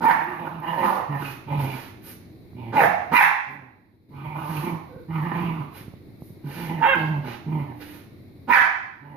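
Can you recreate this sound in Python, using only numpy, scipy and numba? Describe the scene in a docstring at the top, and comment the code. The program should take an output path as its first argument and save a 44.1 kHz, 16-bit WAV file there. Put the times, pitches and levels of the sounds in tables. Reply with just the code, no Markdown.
"""Small dogs wrestling on a carpet

A living room with a ringing echo; the dogs play a few metres from a phone, to the right of its microphone.
Growls are uneven throat pulses plus a chest tone; hoarse barks swell from grunts, and one dog yelps.
Noise puffs make the huffs, sine tones the whines, damped knocks the thumps; ticks and squeaks come between.
The house rumbles low. The phone's gain control squeezes the loudest barks and stays low for a moment after.
"""
import sys
import numpy as np
from scipy import signal
from scipy.fft import rfft, irfft, next_fast_len
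from scipy.io import wavfile
from scipy.ndimage import uniform_filter1d, minimum_filter1d
from numba import njit

SR = 44100
rng = np.random.default_rng(int(sys.argv[2]) if len(sys.argv) > 2 else 0)


def unload_audio(sound):
    """Save the sound as a 16-bit wav file, at the path given as the first command line argument."""
    columns = np.transpose(np.atleast_2d(sound))
    # keep every value between -1 and 1, then stretch to whole-number steps
    steps = np.round(np.clip(columns, -1, 1) * 32767)
    wavfile.write(sys.argv[1], SR, steps.astype(np.int16))


N = 404305
T = np.arange(N) / SR  # seconds

# All source levels are relative, ahead of room, microphone and gain control.
# Pushes of the growl. Each row: start in seconds, length in seconds, pitch in Hz, base level in dB,
# chest tone against the base in dB, mouth opening 0-1, bared teeth in dB, tongue as a factor on the mouth
# resonances, lips as a factor on the teeth resonances, rasp 0-1.
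GROWLS = [(0.0, 0.039, 171.2, -35, -1.5, .8, -35, 1, 0.72, 1),
          (.05, 0.18, 163.3, -39.5, -2.5, 0.9, -25, .98, 0.97, .4),
          (.264, 0.099, 168, -38, -4, 0.79, -30.5, 1.2, 1, 0.26),
          (.375, 0.076, 168, -34.5, -1, 0.49, -38.5, 0.95, 1.43, 0.2),
          (.445, 0.044, 171.4, -35.5, -4, 0.61, -30, 1.05, 0.8, 0.6),
          (.5, .1, 165, -37, 2, 0.34, -46, 1.17, 1.5, 0.6),
          (.61, 0.054, 164.4, -37.5, -8, 0.76, -33, 1.12, 0.99, 0.3),
          (0.656, .105, 168, -35, 1, 0.92, -28, 1.05, 1.03, .5),
          (.765, 0.089, 180, -26.5, -7.5, 0.75, -22.5, 0.95, 1.03, 0.41),
          (.823, 0.086, 197.8, -26.5, -1, 0.95, -33, 1.127, 1, 0.78),
          (.905, 0.1, 172.2, -44, -6, .92, -46, 0.8, 0.79, .3),
          (1.083, 0.069, 144.6, -35, 4.5, 0.73, -30.5, 1.17, 1.08, 0),
          (1.194, 0.076, 142.9, -37, 1, 0.33, -44, 1.44, 1.4, 0.82),
          (1.459, 0.06, 141.2, -36.5, -2, 0.75, -33, 1.01, 1.3, 0.66),
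          (1.501, .13, 140.8, -32.5, 4.5, 0.35, -39.5, 0.95, 1.4, 0.94),
          (1.634, 0.098, 134.9, -33, -5.5, 0.15, -36, 1.08, 1.39, 0.37),
          (2.54, 0.18, 118.1, -38.5, -3.5, 0.1, -46, 0.92, 1.34, 0.76),
          (3.458, 0.18, 136.7, -35, -5.5, 0, -59, 0.84, 1.3, 0.47),
          (4.096, 0.17, 138.3, -45.5, .5, 0.5, -46.5, 1.23, 1.3, 0.35),
          (4.225, 0.15, 150.5, -47.5, 8, 0.8, -44, 1.04, 1.23, 0.14),
          (4.345, .11, 157.3, -41, 1.5, 0.9, -44, 1.135, 1.36, 0.07),
          (4.48, 0.11, 154.2, -36, 5, 0.43, -63, 1.21, 1.1, 0.29),
          (4.614, .13, 171, -30, -2.5, 0.19, -45, 1.11, 1.2, 0.3),
          (5.075, .14, 160.6, -37.5, 6.5, 0.64, -35, 1.2, 1.12, 0.74),
          (5.21, .16, 166.5, -36, 3, 0.47, -35.5, 1.204, 1.054, .9),
          (5.331, 0.096, 172.4, -32, 1.5, 0.42, -35, 1.18, 1.3, 0.91),
          (5.421, 0.093, 168.3, -30, 2.5, 0.17, -36.5, 1.1, 1.28, 0.97),
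          (5.526, 0.1, 153, -37, 1, 0.32, -46, 1.27, 1.43, 0.83),
          (6.432, 0.044, 144.2, -35, 1, 0.24, -44, 1.05, 0.92, 0.76),
          (6.543, 0.15, 165.4, -37.5, 0, 0.28, -37.5, 1.01, 1.34, 0.69),
          (6.676, 0.11, 163.1, -32, 0, 0.13, -36.5, 0.96, 1.14, 0.51),
          (6.942, 0.05, 164, -29, -5, 0.62, -35, .92, 1.8, 0.4),
          (6.997, 0.19, 153.1, -36.5, 7, 0.23, -61, .974, 0.78, 0),
          (7.231, 0.059, 122.2, -32.5, -7.5, 0.2, -41, 0.99, 0.82, 0.6),
          (7.453, .17, 152.8, -32.5, 1.5, 0.15, -42, 1.08, 1.28, 0.48),
          (7.654, 0.07, 122.6, -42.5, -2, 0.23, -50, 0.98, 1.07, 0.55),
          (9, 0.2, 141, -38, -1.5, 0.35, -44.5, 0.92, 1.06, .4)]
# Barks. Each row: time in seconds (the grunt leads it), length in seconds, level in dB, pitch in Hz and jaw
# resonance in Hz with the jaw wide open, teeth in dB, lips as a factor on the teeth resonances,
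# opening grunt against the bark in dB, roughness 0-1, escaping air in dB.
BARKS = [(0.035, 0.049, -2.5, 454.8, 970, -6, 0.94, -20.5, 0.87, -35.5),
         (0.067, 0.044, -14, 342.6, 1050, 6, 0.84, -26, 0.73, -52),
         (2.746, 0.1, -9.5, 287.6, 840, -2, 1.035, -13.5, 0.84, -41),
         (3.135, 0.077, 5, 336.3, 1075, 5.5, 1.028, -26, 0.84, -21),
         (6.812, 0.049, -9, 467.7, 940, -9, 0.913, -22, 0.5, -53.5),
         (8.5, 0.072, -0.5, 334.4, 1040, 8.5, 0.96, -23, .8, -30)]
# Jaw during a bark. Each row: seconds after the grunt begins, opening 0-1.
BARK_JAW = [(0, 0.38), (.038, 0.86), (.072, 0.97), (.092, 0.42), (.115, 0), (.16, 0.27)]
# Course of the yelp. Each row: time in seconds, pitch in Hz, level in dB, hoarseness 0-1.
YELP = [(6.824, 520, -23.5, 0.92), (6.851, 528.7, -13, 0.87), (6.872, 532.2, -16, 0.07),
        (6.896, 552.6, -9.5, 0.01), (6.917, 538.2, -12, .04), (6.933, 524, -14, 0.01),
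        (6.955, 505, -20, 0.5)]
# Two whines through the nose, then two faint hums. Each row: start in seconds, length in seconds,
# level in dB, pitch in Hz, pitch bend as a share, third harmonic against the first in dB.
SOFT_TONES = [(0.241, 0.11, -34.5, 336, 0.051, -32), (4.887, 0.16, -43.5, 508, 0.079, -15),
              (7.556, 0.46, -43, 296.5, 0.00048, -32.5), (8.164, 0.23, -58, 294.4, 0.0026, -43)]
# Air squeaking through the teeth. Each row: start in seconds, length in seconds, resonance in Hz, level in dB.
SQUEAKS = [(0.617, 0.15, 2910, -35), (1.233, 0.033, 2570, -30.5), (1.264, 0.032, 2500, -36),
           (4.202, 0.2, 2270, -42.5), (4.558, 0.025, 2600, -29.5), (4.605, .14, 2210, -38.5),
           (5.278, 0.32, 2630, -41.5)]
# Voiceless puffs from the muzzles. Each row: peak in seconds, half width in seconds, hiss in dB, throat in dB.
HUFFS = [(0.47, 0.019, -61, -51), (1.268, 0.07, -49.5, -38), (1.618, 0.033, -51.5, -40.5),
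         (1.75, 0.11, -51.5, -38.5), (2.083, 0.042, -46, -45), (3.52, .03, -57.5, -61),
         (4.572, 0.11, -49, -38.5), (5.778, 0.043, -53.5, -43), (6.264, 0.054, -61, -84),
         (6.592, 0.094, -49.5, -37), (7.03, 0.12, -75, -45.5), (7.305, 0.052, -58, -36),
         (7.822, 0.014, -61.5, -39), (7.9, 0.096, -55.5, -45.5)]
# Teeth and claws ticking. Each row: start in seconds, level in dB, ring of the jaws in dB.
TICKS = [(.241, -43, -25), (0.601, -44, -26), (4.568, -30, 4), (5.402, -47, 0), (5.425, -42.5, 3),
         (5.783, -39.5, 8), (7.803, -37, 14)]
# Paws and bumps on the floor. Each row: start in seconds, peak level in dB, contact time in seconds.
THUMPS = [(1.75, -31.5, 0.0028), (2.532, -39.5, 0.0008), (4.961, -29.5, .0013), (5.807, -34, 0.0033),
          (5.879, -30, 0.0024), (5.937, -31.5, 0.0011), (5.968, -46.5, .003), (6.011, -50, 0.0041),
          (6.086, -37, .0025), (6.22, -27.5, 0.0012), (6.303, -34.5, 0.0021)]
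# Resonances of the muzzle, the last set for a bark. Each row: centre in Hz, width in Hz, level in dB.
THROAT_MODES = [(219.5, 87, 7), (350, 150, -6.5), (394, 58, -1.5)]
MOUTH_MODES = [(614, 165, -3), (780, 220, -2), (983, 172, 4.5), (1206, 480, -11.5)]
TEETH_MODES = [(1500, 400, -14.5), (1830, 280, 8.5), (2170, 620, -6), (2700, 380, -3.5), (3820, 130, -18.5)]
BARK_TEETH_MODES = [(1520, 320, -1), (1974, 280, 11.5), (2440, 460, 3), (2735, 336, 2), (3845, 720, -15),
                    (5500, 1800, -22)]
# Colour of the cry, of air at teeth and nostrils, of air in the throat, and of the house.
# Each row: frequency in Hz, gain in dB.
YELP_COLOUR = [(150, -45), (540, -15.5), (1080, -8), (1630, -1), (2170, -10), (2720, -10.5), (3300, -21),
               (3800, -29.5), (4300, -74), (9000, -59)]
HISS_COLOUR = [(1500, -17), (4000, -2), (6000, -2.5), (8000, -14.5), (10000, -1.5), (13000, -1),
               (15000, -15)]
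THROAT_AIR_COLOUR = [(150, -16), (500, -5), (1000, -6.5), (2200, -3), (3000, -9.5), (4200, -13),
                     (6500, -25.5), (10000, -52)]
HUM_COLOUR = [(20, -29.5), (50, -22.5), (100, -4.5), (160, -10.5), (330, -7), (480, -17), (800, -21.5),
              (1500, -30.5), (2200, -21), (3000, -38.5), (4000, -23.5), (6000, -42.5), (12000, -44)]
# Reverberation of the room. Each row: frequency in Hz, time to fall by 60 dB in seconds.
ROOM_T60 = [(100, 0.4), (400, 0.77), (900, 0.7), (2500, 0.69), (6000, 0.66), (12000, 0.32)]
# Echo against direct sound. Each row: frequency in Hz, level in dB.
ROOM_WET = [(100, -28), (200, -7.5), (400, -7.5), (800, 5.5), (1500, 3.5), (5000, 7), (13000, 15.5)]
# Lean of the stereo picture, split between the ports in scene(). Each row: frequency in Hz, left over right in dB.
LEAN = [(30, -1.5), (70, -6), (140, -2.5), (280, -4.5), (600, -7.5), (1200, -7.5), (2500, -5.5), (4500, -7),
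        (8000, -28.5), (12500, 1)]
# A dip in the treble. Each row: frequency in Hz, gain in dB.
TREBLE_DIP = [(20, 5.5), (6000, -5), (7200, -6), (8200, -13.5), (9500, 2.5), (20000, 12.5)]

# Growl
GROWL_ATTACK_SHARE, SHORTEST_ATTACK_S = 0.12, .022  # a long push builds up more slowly
GROWL_RELEASE_S, CHEST_RELEASE_S = 0.037, 0.041  # the chest tone lingers into the next push
PITCH_ARCH, SAG_HZ_PER_S = .05, 50  # pitch rises with the push and sinks as the breath runs out
MOUTH_SHUT_DB, MOUTH_OPEN_DB = -6, 15  # mouth resonances against the base level
GROWL_HISS_DB, GROWL_RUSH_DB = -32, -25  # drive of the escaping air against the mouth
FLAP_HZ, FLAP_DB = 35.6, 1.63  # mean rate and least swing of flapping lips and soft palate
# A rasping push damps the resonances, flaps harder and lets more air rush through the throat.
RASP_WIDEN, RASP_FLAP_DB, RASP_RUSH_DB = 0.7, 1, 6.5
# Mouth sound glides from this level to its full gain; after a pause it starts weaker and takes longer.
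MOUTH_GLIDE_S, MOUTH_START_DB = 0.039, 1
PAUSE_S, FIRST_GLIDE_S, FIRST_START_DB = .05, 0.076, -15

# Bark
BARK_LEAD_S = .033  # the grunt begins ahead of the listed time
BARK_ATTACK_S, BARK_RELEASE_S, BARK_PUSH_POWER = 0.087, 0.025, 1.99  # the power also shortens the release
BARK_RASP_HZ, BARK_RASP_DB = 74.64, 6.5  # mean rate and swing of the flapping throat
BARK_RUSH_DB = -7.5  # rush in the throat against the hiss
BARK_SHUT_PITCH = .8  # share of the open pitch when the jaw is shut

SHUT_STRETCH = 0.794  # factor on the muzzle resonances when the jaw is shut
SQUEAK_WIDTH_HZ = 410
YELP_DIRECT_DB = -8.5  # the yelping dog faces the phone: more of its cry arrives without echo
HUM_DB = -47  # mean level ahead of the microphone
PORT_LAG_S = .00007  # the sound reaches the left port later
TOP_HZ = 14600  # steep cut above this


def growls():
    """A nearly pure chest tone; flapping folds ring the throat, and the mouth as it opens and lets air out."""
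    out, t, last_end = np.zeros(N), np.arange(SR // 2) / SR, 0
    for start, length, hz, db, chest_db, opening, teeth_db, tongue, lips, rasp in GROWLS:
        along = np.clip(t / length, 0, 1)
        arch = 1 + PITCH_ARCH * (np.sin(np.pi * along) - 2 / np.pi)
        pitch = hz * arch - SAG_HZ_PER_S * length * (along - .5)
        buzz, phase = folds(pitch, jitter=.025 + .03 * rasp, shimmer_db=1.7 + 2 * rasp, air_share=.25)

        flap_hz = FLAP_HZ * (1 + .3 * wander(30, len(t)))
        flap = np.sin(2 * np.pi * np.cumsum(flap_hz) / SR)
        flutter = unit(undb((FLAP_DB + RASP_FLAP_DB * rasp) * flap))
        tone = unit(np.sin(2 * np.pi * phase) * undb(1.8 * wander(35, len(t))))

        # the jaw opens with each push and shifts as the dog mouths its playmate
        jaw = 0.26 + 0.42 * opening + .4 * np.sin(np.pi * along) + 0.21 * wander(16, len(t))
        mouth_gain = undb(db + MOUTH_SHUT_DB + (MOUTH_OPEN_DB - MOUTH_SHUT_DB) * opening)
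        glide_s, start_db = MOUTH_GLIDE_S, MOUTH_START_DB
        if start - last_end > PAUSE_S:
            glide_s, start_db = FIRST_GLIDE_S, FIRST_START_DB
        glide = undb(start_db * np.clip(1 - t / glide_s, 0, 1))
        last_end = start + length

        widen = 1 + RASP_WIDEN * max(rasp, 0)
        throat = undb(db - 0.5) * unit(resonate(buzz, THROAT_MODES))
        mouth = mouth_gain * muzzle(buzz, MOUTH_MODES, jaw, tongue, np.sqrt(widen))
        teeth = undb(teeth_db - 2) * muzzle(buzz, TEETH_MODES, jaw, lips, widen)

        attack_s = max(GROWL_ATTACK_SHARE * length, SHORTEST_ATTACK_S)
        push = swell(t, attack_s, length, GROWL_RELEASE_S)
        rush = undb(GROWL_RUSH_DB + RASP_RUSH_DB * rasp) * push
        breath = mouth_gain * air(undb(GROWL_HISS_DB) * push, rush)
        chest = undb(db + chest_db + 2.95) * tone * swell(t, attack_s, length, CHEST_RELEASE_S)
        voice = push * flutter * (throat + glide * (mouth + teeth))
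        add(out, start, chest + voice + glide * breath)
    return out


def barks():
    """A low grunt swells into a hoarse, rasping blast; pitch and resonances follow the jaw open and shut."""
    out, t = np.zeros(N), np.arange(SR // 3) / SR
    for start, length, db, hz, jaw_hz, teeth_db, lips, grunt_db, rough, air_db in BARKS:
        opening = np.interp(t, *np.transpose(BARK_JAW))
        pitch = hz * (BARK_SHUT_PITCH + (1 - BARK_SHUT_PITCH) * opening)
        buzz, _ = folds(pitch, jitter=.06 * rough, shimmer_db=4.5 * rough, air_share=.4 * rough)
        rasp_hz = BARK_RASP_HZ * (1 + 0.31 * wander(83.7, len(t)))
        buzz = buzz * undb(BARK_RASP_DB * np.sin(2 * np.pi * np.cumsum(rasp_hz) / SR))

        jaw = muzzle(buzz, [(jaw_hz, 120 + 190 * rough, 0)], opening)
        teeth = muzzle(buzz, BARK_TEETH_MODES, opening, lips) * undb(teeth_db)
        push = swell(t, BARK_ATTACK_S, BARK_LEAD_S + length, BARK_RELEASE_S) ** BARK_PUSH_POWER
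        blast = (jaw - teeth * (0.18 + 0.59 * push)) * push  # brighter with effort
        breath = undb(air_db) * air(push, undb(BARK_RUSH_DB) * push)

        low, _ = folds(165 + 60 * opening, jitter=0.18, shimmer_db=1.0, air_share=0.17)
        grunt = unit(resonate(low, [(152, 79, 1.0), (274, 100, 1.8), (880, 900, -1.5)]))
        grunt = grunt * swell(t, 0.029, length * 1.2, 0.068)
        add(out, start - BARK_LEAD_S, undb(db) * (blast + undb(grunt_db) * grunt) + breath)
    return out


def yelp():
    """A high cry that starts as a hoarse screech, clears on a shallow arch of pitch and frays again."""
    s, hz, db, hoarse = np.transpose(YELP)
    hoarse = np.interp(T, s, hoarse)
    buzz, _ = folds(np.interp(T, s, hz), jitter=.007 + .04 * hoarse, shimmer_db=2, air_share=hoarse)
    level_db = np.interp(T, s, db, left=-200, right=-200)  # silent outside the cry
    return unit(colour(buzz, YELP_COLOUR)) * undb(level_db)


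def soft_tones():
    """Thin, nearly pure tones with a rounded level and a slightly wavering pitch."""
    out = np.zeros(N)
    for start, length, db, hz, bend, third_db in SOFT_TONES:
        arch = np.sin(np.linspace(0, np.pi, int(length * SR)))
        pitch = hz * (1 + bend * (arch - .5 + 0.79 * wander(50, len(arch))))
        phase = 2 * np.pi * np.cumsum(pitch) / SR
        tone = np.sin(phase) + 0.047 * np.sin(2 * phase) + undb(third_db) * np.sin(3 * phase)
        add(out, start, undb(db) * np.sqrt(2 * np.abs(arch)) * tone)
    return out


def squeaks():
    """Air forced through the teeth rings one broad resonance for a moment."""
    out = np.zeros(N)
    for start, length, hz, db in SQUEAKS:
        puff = np.hanning(int(length * SR))
        ring = unit(resonate(rng.standard_normal(len(puff)), [(hz, SQUEAK_WIDTH_HZ, 0)]))
        add(out, start, undb(db) * puff * ring)
    return out


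def huffs():
    """Short, rounded puffs of air from the muzzles."""
    hiss, throat = np.zeros(N), np.zeros(N)
    for peak, width, hiss_db, throat_db in HUFFS:
        puff = np.hanning(int(4 * width * SR))
        start = peak - len(puff) / SR / 2
        add(hiss, start, undb(hiss_db) * puff)
        add(throat, start, undb(throat_db) * puff)
    return air(hiss, throat)


def ticks():
    """Short, bright noise snaps; those of the teeth also ring the jaws."""
    out, t = np.zeros(N), np.arange(SR // 50) / SR
    for start, db, ring_db in TICKS:
        click = rng.standard_normal(len(t)) * np.exp(-t / 0.0013)
        snap = resonate(click, [(2200, 610, ring_db), (4840, 9100, -39), (12800, 3500, -5)])
        add(out, start, undb(db) * snap / np.abs(snap).max())
    return out


def thumps():
    """Dull, heavily damped knocks of the floor; a soft paw pushes for longer and sounds duller."""
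    out, t = np.zeros(N), np.arange(SR // 16) / SR
    for start, db, contact_s in THUMPS:
        push = -np.sin(np.pi * np.clip(t / contact_s, 0, 1)) ** 2
        knock = resonate(push, [(130, 143, 9.0), (293, 800, -7), (900, 1400, -5)])
        add(out, start, undb(db) * knock / np.abs(knock).max())
    return out


def room(x):
    """Direct sound, dense early echoes from floor and furniture, and a tail that differs at each port."""
    t = np.arange(int(.8 * SR)) / SR
    hz = np.fft.rfftfreq(len(t), 1 / SR)
    noise, echo = rfft(rng.standard_normal((2, len(t)))), 0
    for k, (_, t60) in enumerate(ROOM_T60):
        # each band fades out towards its neighbours
        band = on_log_axis([(f, j == k) for j, (f, _) in enumerate(ROOM_T60)], hz)
        tail, early = np.exp(-np.log(1000) * t / t60), 5.53 * np.exp(-t / 0.0035)
        decay = (tail + early) * (t > .002)
        echo = echo + irfft(noise * band, len(t)) * decay / np.sqrt(np.sum(decay ** 2))
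    wet = signal.fftconvolve(colour(x, ROOM_WET)[None], echo, axes=1)[:, :N]
    # take back the colour that the added echo energy gives
    total = [(f, 10 * np.log10(1 + undb(db) ** 2)) for f, db in ROOM_WET]
    return colour(x + wet, total, power=-1.043)


def hum():
    """Low rumble of the house, largely shared by both ports, with a faint hiss of its own at each."""
    shared = colour(rng.standard_normal(N), [(100, 5.5), (400, 3.0), (1500, -15.5)])
    both = unit(colour(shared + rng.standard_normal((2, N)), HUM_COLOUR))
    return undb(HUM_DB + 0.42 * wander(30, N)) * both


def folds(hz, jitter, shimmer_db, air_share):
    """Vocal folds: uneven pulses, each followed by a puff of turbulence; also gives the phase in cycles."""
    size = len(hz)
    phase = np.cumsum(hz * (1 + jitter * wander(220, size))) / SR
    pulses = np.diff(np.floor(phase), prepend=0) * undb(shimmer_db * wander(170, size))
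    puffs = rng.standard_normal(size) * np.exp(-(phase % 1) / 0.39)
    air_share = np.clip(air_share, 0, 1)
    return np.sqrt(1 - air_share) * unit(pulses) + np.sqrt(air_share) * unit(puffs), phase


def muzzle(x, modes, opening, shape=1, widen=1):
    """Resonances glide up as the jaw opens from 0 to 1; tongue or lips (shape) shift them, widen damps them."""
    damped = [(hz, width * widen, db) for hz, width, db in modes]
    stretch = SHUT_STRETCH + (1 - SHUT_STRETCH) * np.clip(opening, 0, 1)
    return unit(resonate(x, damped, stretch=shape * stretch))


def air(hiss, throat):
    """Air hisses through teeth and nostrils and rushes in the throat, each with its own envelope."""
    size = len(hiss)
    hissing = hiss * unit(colour(rng.standard_normal(size), HISS_COLOUR))
    rushing = throat * unit(colour(rng.standard_normal(size), THROAT_AIR_COLOUR))
    return undb(1.0 + 0.4 * wander(70, size)) * (hissing + rushing)


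def resonate(x, modes, stretch=1):
    """Parallel resonances of alternating sign, each applied twice for steep skirts; stretch moves them all."""
    out = 0
    for k, (hz, width, db) in enumerate(modes):
        centre = hz * stretch * np.ones(len(x))
        once = band_pass(x, centre, float(width))
        out = out + (-1) ** k * undb(db) * band_pass(once, centre, float(width))
    return out


@njit
def band_pass(x, hz, width):
    """One resonance, a state-variable filter whose centre may move from sample to sample."""
    y, band, low = np.empty(len(x)), 0., 0.
    for i in range(len(x)):
        g, k = np.tan(np.pi * min(hz[i], .45 * SR) / SR), width / hz[i]
        v = (band + g * (x[i] + 1e-18 - low)) / (1 + g * (g + k))
        band, low, y[i] = 2 * v - band, low + 2 * g * v, k * v
    return y


def colour(x, points, power=1):
    """Filter by a (Hz, dB) spectrum, its dB values scaled by power."""
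    size = next_fast_len(x.shape[-1] + 4096)
    gain = undb(power * on_log_axis(points, np.fft.rfftfreq(size, 1 / SR)))
    return irfft(rfft(x, size) * gain, size)[..., :x.shape[-1]]


def on_log_axis(points, hz):
    """Read (Hz, value) points at any frequency."""
    f, value = np.transpose(points)
    return np.interp(np.log(np.maximum(hz, 1)), np.log(f), value)


def wander(rate, size):
    """Smooth chance with a spread near 1, drawn anew rate times a second."""
    steps = np.arange(size) * rate / SR
    return 1.2 * np.interp(steps, np.arange(8192), rng.standard_normal(8192))


def swell(t, rise, length, fall):
    """Rounded attack, hold, then an exponential release from length onwards."""
    attack = np.sin(np.pi / 2 * np.clip(t / rise, 0, 1)) ** 2
    return attack * np.exp(-np.maximum(t - length, 0) / fall)


def undb(db):
    """Decibels to gain."""
    return np.exp(np.asarray(db) * (np.log(10) / 20))


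def unit(x):
    """Scale to rms 1."""
    return x / np.sqrt(np.mean(x ** 2))


def add(track, start, sound):
    """Mix a sound in at a time in seconds."""
    i = max(int(start * SR), 0)
    track[i:i + len(sound)] += sound[:max(N - i, 0)]


def scene():
    """The dogs play to the right of the phone; floor knocks arrive without echo."""
    snaps, cry = ticks(), yelp()
    voices = growls() + barks() + 0.82 * cry + soft_tones()
    echoing = room(voices + huffs() + squeaks() + 0.62 * snaps)
    both = echoing + 0.64 * snaps + undb(YELP_DIRECT_DB) * cry + thumps()
    left, right = colour(both[0], LEAN, power=0.72), colour(both[1], LEAN, power=-0.25)
    return np.array([np.roll(left, round(PORT_LAG_S * SR)), right]) + hum()


def gain_control(x, ceiling_db, ratio, slack_db, held_share, hold_s):
    """Squeeze what passes the ceiling; a share of any cut deeper than the slack is held for a while."""
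    power = uniform_filter1d(np.mean(x ** 2, axis=0), size=600)
    over_db = np.minimum(ceiling_db - 10 * np.log10(np.maximum(power, 1e-12)), 0)  # negative above the ceiling
    cut_db = over_db * (1 - 1 / max(ratio, 1))
    half = int(hold_s * SR / 2)
    # the origin turns the window towards the past
    deepest_db = minimum_filter1d(cut_db, 2 * half + 1, origin=half, mode="constant")
    held_db = np.clip(held_share, 0, 1) * np.minimum(deepest_db + slack_db, 0)
    return x * undb(uniform_filter1d(np.minimum(cut_db, held_db), size=300))


def record(dry):
    """A dip in the treble, gain control and a steep cut at the top."""
    heard = colour(dry, TREBLE_DIP)
    squeezed = gain_control(heard, ceiling_db=-14.0, ratio=23, slack_db=8.5, held_share=1.0, hold_s=0.87)
    return signal.sosfilt(signal.ellip(10, .2, 80, TOP_HZ, fs=SR, output="sos"), squeezed)


dry = scene()
out = record(dry)
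unload_audio(out)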